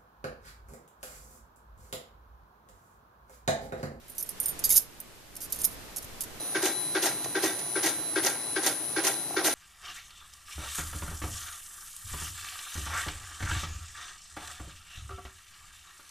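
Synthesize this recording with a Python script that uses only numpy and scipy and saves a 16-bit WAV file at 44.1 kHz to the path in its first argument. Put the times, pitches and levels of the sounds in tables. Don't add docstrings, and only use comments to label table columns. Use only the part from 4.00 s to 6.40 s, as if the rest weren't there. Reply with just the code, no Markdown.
import sys
import numpy as np
from scipy import signal
from scipy.fft import rfft, irfft, next_fast_len
from scipy.io import wavfile
from scipy.ndimage import uniform_filter1d

SR = 44100
rng = np.random.default_rng(int(sys.argv[2]) if len(sys.argv) > 2 else 0)


def master_out(mix):
    frames = np.transpose(np.atleast_2d(mix))
    ceiling = np.clip(frames, -1, 1)
    pcm = np.round(ceiling * 32767).astype(np.int16)
    wavfile.write(sys.argv[1], SR, pcm)


def ratio_of_db(decibels):
    return 10 ** (np.asarray(decibels, float) / 20)


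N = 105840

# f/Hz, left over right/dB
LEAN = [(3000, -2.34), (6000, 2.5), (9000, -2), (13000, -11.5)]
SIDE = np.array([[.5], [-.5]])


def unit(x):
    return x / np.sqrt(np.mean(x ** 2) + 1e-20)


def along(points, hz):
    f, v = np.transpose(points)
    return np.interp(np.log(hz + 1), np.log(f + 1), v)


def filtered(x, response):
    m = next_fast_len(x.shape[-1] + 4096)
    spectrum = rfft(x, m) * response(np.fft.rfftfreq(m, 1 / SR))
    return irfft(spectrum, m)[..., :x.shape[-1]]


def hiss():
    # t/s, hiss level/dB
    ride = [(0, -59.5), (.23, -56), (.4, -51), (.57, -49.5), (.74, -48.5), (0.841, -55.5), (1.3, -57),
            (1.44, -53.5), (1.62, -49.5), (1.96, -51.5), (2.4, -50)]
    # f/Hz, density/dB per Hz
    colour = [(20, -3.5), (180, -11), (400, -12), (750, -15.5), (2600, -20), (8000, -24.5), (14280, -25.5),
              (14420, -100)]
    # f/Hz, correlation
    alike = [(60, 0.66), (240, 0.332), (940, 0.234), (3700, 0.085), (14600, 0)]
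    level_db = 5.5

    def mid_side(hz):
        angle = np.arccos(np.clip(along(alike, hz), -1, 1)) / 2
        return ratio_of_db(along(colour, hz)) * [np.cos(angle), np.sin(angle)]

    mid, side = filtered(rng.standard_normal((2, N)), mid_side)
    s, db = np.transpose(ride)
    ride_db = np.interp(np.arange(N) / SR, s, db)
    balance_db = np.array([[-.4], [.4]])
    return unit(np.array([mid + side, mid - side])) * ratio_of_db(level_db + ride_db + balance_db)


def room(x):
    # f/Hz, t60/s
    decay = [(2000, 0.3), (6000, 0.201), (13000, 0.169)]
    hz, t, z = signal.stft(rng.standard_normal((2, SR // 3)), SR, nperseg=256)
    z = z * ratio_of_db(-60 * t / along(decay, hz)[:, None])
    tail = signal.istft(z, SR, nperseg=256)[1]
    late = np.pad(x, ((0, 0), (200, 0)))
    return signal.fftconvolve(late, tail / np.linalg.norm(tail[0]), axes=1)[:, :N]


def ports(hz, chance):
    scatter_db, lag_scatter_rad = -0.5, 0.846
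    lean_db = along(LEAN, hz) + scatter_db * chance[0]
    return ratio_of_db(SIDE * lean_db), SIDE * lag_scatter_rad * chance[1]


def singing():
    # t/s, level/dB, f/Hz, length before damping/s
    sings = [(0.098, -51.0, 9050.0, 0.025), (0.127, -51.0, 9860.0, 0.012), (0.185, -39.0, 6020.0, 0.012),
             (0.182, -37.0, 11290.0, 0.016), (0.235, -44.0, 9890.0, 0.012), (0.4015, -31.0, 9010.0, 0.045),
             (0.4015, -36.0, 13100.0, 0.015), (0.4575, -28.0, 9020.0, 0.068), (0.458, -42.0, 5220.0, 0.008),
             (0.481, -36.0, 13080.0, 0.03), (0.483, -44.0, 10530.0, 0.04), (0.483, -42.0, 11290.0, 0.055),
             (0.595, -41.0, 10540.0, 0.012), (0.64, -32.0, 4870.0, 0.02), (0.64, -35.0, 6500.0, 0.025),
             (0.645, -24.0, 11290.0, 0.018), (0.701, -26.0, 10500.0, 0.048), (0.701, -24.0, 11270.0, 0.035),
             (0.701, -26.0, 12410.0, 0.026), (0.706, -44.0, 2190.0, 0.012), (0.735, -26.0, 13050.0, 0.04),
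             (0.752, -31.0, 9060.0, 0.015), (1.003, -43.0, 13630.0, 0.01), (1.41, -44.0, 10510.0, 0.05),
             (1.415, -46.0, 12410.0, 0.043), (1.428, -45.0, 8660.0, 0.022), (1.5, -56.0, 11260.0, 0.02),
             (1.589, -42.0, 9010.0, 0.025), (1.614, -36.0, 9030.0, 0.028), (2.045, -47.0, 13140.0, 0.006),
             (0.2, -42, 9800, 0.012), (0.2, -37, 11290, 0.014), (0.227, -37, 11300, 0.008),
             (0.227, -39, 13900, 0.005), (0.2905, -38, 12500, 0.005), (0.2905, -40, 9900, 0.005),
             (0.291, -47, 5000, 0.004), (0.312, -54, 9050, 0.014), (0.402, -40, 10520, 0.015),
             (0.483, -41, 13600, 0.03), (0.645, -39, 7700, 0.018), (0.701, -38, 6590, 0.04),
             (0.703, -41, 7630, 0.08), (0.701, -51, 3770, 0.04), (0.766, -36, 6560, 0.025),
             (0.768, -39, 5260, 0.018), (0.82, -47, 11280, 0.02), (0.81, -53, 13600, 0.035),
             (1.97, -40, 11300, 0.015), (2.028, -49, 9900, 0.01)]
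    free_t60_s, damped_t60_s, rise_s = .25, .03, 0.000206
    beat_hz, beat_depth, level_db = 90, .35, 1.5
    out = np.zeros((2, N + SR))
    t = np.arange(SR // 5) / SR
    for s, db, hz, length in sings:
        chance = rng.standard_normal((4, 1))
        gain, lag = ports(hz, 0.38 * chance)
        fall_db = -60 * (t / free_t60_s + np.maximum(t - length, 0) / damped_t60_s)
        beat_phase = 2 * np.pi * beat_hz * (1 + 0.155 * chance[2]) * t + 3 * chance[3]
        beat = 1 + beat_depth * np.sin(beat_phase)
        tone = np.sin(2 * np.pi * hz * t + lag) * (1 - np.exp(-t / rise_s))
        start = round(s * SR)
        out[:, start:start + len(t)] += gain * ratio_of_db(db + level_db + fall_db) * beat * tone
    return out[:, :N]


def strike(modes, t60, extra_db, t):
    detune, mode_scatter_db = .002, 3
    hz, db = np.transpose(modes)
    chance = rng.standard_normal((4, len(hz)))
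    gain, lag = ports(hz, chance)
    pitch = hz * (1 + detune * chance[3])
    swing = np.sin(2 * np.pi * pitch[:, None] * t + lag[..., None])
    size = gain * ratio_of_db(db + extra_db + mode_scatter_db * chance[2])
    rise = 1 - np.exp(-t * SR / 4)
    return (size[..., None] * swing).sum(1) * ratio_of_db(-60 * t / t60) * rise


def touches(length, samples):
    per_s, chatter_db, scatter_db, fade_db = 2200, -10, 3, -4
    gap, size = rng.exponential(size=(2, 120))
    when = (np.cumsum(gap) - gap[0]) / per_s
    force = ratio_of_db(chatter_db + scatter_db * np.minimum(size, 2) + fade_db * when / length)
    force *= np.clip((length - when) * per_s, 0, 1)
    force[0] = 1
    push = force * np.sign(rng.standard_normal(120))
    return np.bincount(np.minimum(when * SR, samples - 1).astype(int), push, samples)


def knocks():
    # t/s, peak level/dB, low modes over high/dB, chatter length/s,
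    # ringing over crack/dB (low = held in the fingers)
    shake_a = [(0.081, -40, -16.5, 0.03, -1), (0.0986, -33, -18.5, 0.0061, -1.5),
               (0.118, -39, -13.5, 0.0076, 3.5), (0.15, -41.5, -13.5, 0.041, -7),
               (0.1817, -19, -12, 0.00176, -4.5), (.185, -28, -15, 0.0244, 0),
               (0.202, -23.5, -16, 0.0111, 1.5), (0.2264, -19, -17.5, 0.00617, 1),
               (0.261, -40, -10.5, 0.023, 0), (0.2901, -23, -19.5, 0.0028, 3.5),
               (0.303, -35, -9, 0.0145, 1), (0.401, -14, -24, 0.0066, -0.5),
               (0.413, -31.5, -17.5, 0.0142, -1), (0.4304, -23, -20, 0.006, -1.5),
               (.438, -29, -13.5, .015, -1), (0.458, -15.5, -22.5, 0.0041, -1),
               (0.468, -33.5, -26, 0.0132, 0), (0.483, -22, -19, 0.0173, 1.5),
               (0.5917, -26.5, -13, 0.0083, -2.5), (0.6394, -15.5, -7.5, 0.0114, 7),
               (0.649, -15, -15, 0.0135, 2), (0.666, -26, -8.5, 0.0277, -5),
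               (0.6931, -13.5, -13.5, 0.00586, -0.5), (0.7029, -16.5, -10, 0.0118, 4.5),
               (0.7061, -21, -11, 0.019, 3.5), (0.7225, -16.5, -10.5, 0.0056, 6),
               (0.73, -17.5, -11.5, 0.0094, 2), (0.741, -18.5, -11.5, 0.016, 5),
               (0.7536, -17, -17, 0.0065, 5), (0.76, -12, -13.5, 0.0086, 4), (0.7665, -8.5, -21, 0.0038, 7),
               (0.769, -14.5, -10, 0.0088, 6), (0.7754, -9, -15, 0.006, 2.5),
               (0.78, -13, -18.5, 0.007, 3.5), (0.79, -23, -9.5, 0.016, -8), (0.804, -47.5, -16, 0.027, -2),
               (1.002, -27, -18.5, 0.00397, -4)]
    shake_b = [(1.354, -34, -11, 0.0042, -4.5), (1.365, -30, -12, 0.0053, -2.5),
               (1.405, -33.5, -11, 0.016, 4), (1.417, -31.5, -11.5, 0.0453, 0.5), (1.501, -39, -8, 0.02, 1),
               (1.523, -17, -13.5, 0.00645, 0), (1.53, -27.5, -7, 0.0078, 0),
               (1.542, -30.5, -10, 0.017, -7), (1.56, -28.5, -13.5, 0.005, -4.5),
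               (1.567, -35.5, -8.5, 0.022, -5), (1.5885, -27, -12, 0.032, -2.5),
               (1.6166, -21.5, -13, 0.0062, -8), (1.635, -24.5, -9, 0.006, 2),
               (1.6432, -11, -14.5, 0.0101, -5.5), (1.651, -12.5, -15, 0.0038, 5),
               (1.669, -36, -14, 0.0218, -4.5), (1.71, -37.5, -12.5, 0.0292, -5.5),
               (1.7446, -39.5, -11.5, 0.0025, -2), (1.962, -23, -10.5, 0.0093, -4),
               (1.969, -23.5, -8.5, 0.0157, -3.5), (1.984, -29, -9, 0.0084, -5),
               (2.0249, -33, -9, 0.0092, -6), (2.044, -36, -7, 0.0058, -2.5),
               (2.2072, -19, -11, 0.0188, -8), (2.236, -27.5, -8, 0.0044, -6.5),
               (2.239, -32, -9, 0.0134, -8)]
    # f/Hz, level/dB
    rings = [(8670, -8), (9070, -8), (9560, -4), (9860, -4), (10500, -2), (10700, -4), (11280, -1),
             (11500, -4), (11800, -5), (12100, -4), (12430, -3), (13050, -4), (13600, -4), (14000, -6)]
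    # f/Hz, level/dB
    frame = [(3260, -22), (3760, -14), (4110, -19), (4570, -12), (4860, -9), (5280, -7), (5750, -8),
             (6100, -6), (6410, -6), (6580, -3), (7040, -10), (7630, -3)]
    # f/Hz, density/dB per Hz
    crack_colour = [(1500, -44.5), (4300, -16.5), (4700, -13), (7800, -5), (8250, -30.5), (8800, 3.5),
                    (11700, 2), (14500, -8.5)]
    rings_t60_s, rings_db, frame_t60_s, frame_db = .035, -3.5, .03, 7.5
    split_hz, usual_low_db = 8200, -15
    thud_hz, thud_per_db = 4400, .8
    scrape_db, scrape_t60_s, click_db, click_t60_s, crack_rise_s = 5.5, .012, 10, .003, .00015
    level_db = -3
    out = np.zeros((2, N + SR))
    t = np.arange(SR // 10) / SR
    for s, db, low_db, length, ring_db in shake_a + shake_b:
        train = touches(length, len(t))

        def crack_response(hz):
            tilt_db = (low_db - usual_low_db) * (hz < split_hz)
            thud_db = -thud_per_db * ring_db * (hz < thud_hz)
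            return ratio_of_db(along(crack_colour, hz) + tilt_db + thud_db + SIDE * along(LEAN, hz))

        grit = rng.standard_normal((2, len(t)))
        both_ports = grit[0] + .5 * grit[1] * [[1], [-1]]
        crack = unit(filtered(both_ports, crack_response)) * (1 - np.exp(-t / crack_rise_s))

        body = strike(rings, rings_t60_s, ring_db + rings_db, t)
        body = body + strike(frame, frame_t60_s, low_db + ring_db + frame_db, t)
        sound = signal.fftconvolve(body, train[None], axes=1)

        fall = ratio_of_db(2 * (scrape_db - 60 * t / scrape_t60_s))
        scrape = np.sqrt(np.abs(signal.fftconvolve(train ** 2, fall)[:len(t)]))
        click = ratio_of_db(click_db - 60 * t / click_t60_s)
        sound[:, :len(t)] += crack * (scrape + click)

        loudest = np.sqrt(uniform_filter1d(sound ** 2, size=90).max())
        start = round(s * SR)
        out[:, start:start + sound.shape[1]] += ratio_of_db(db + level_db) * sound / loudest
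    return out[:, :N]


def scene():
    metal = knocks() + singing()
    room_db = -14
    return metal + ratio_of_db(room_db) * room(metal) + hiss()


def roll_off(x):
    return signal.sosfilt(signal.butter(12, 15200, fs=SR, output="sos"), x)


def record(dry):
    top_hz, edge_hz, leak_db = 14330, 50, -50

    def band_limit(hz):
        slope = 1 / (1 + np.exp(np.clip((hz - top_hz) / edge_hz, -50, 50)))
        return slope + ratio_of_db(leak_db) * (hz > top_hz)

    return roll_off(filtered(dry, band_limit))


dry = scene()
out = record(dry)
master_out(out)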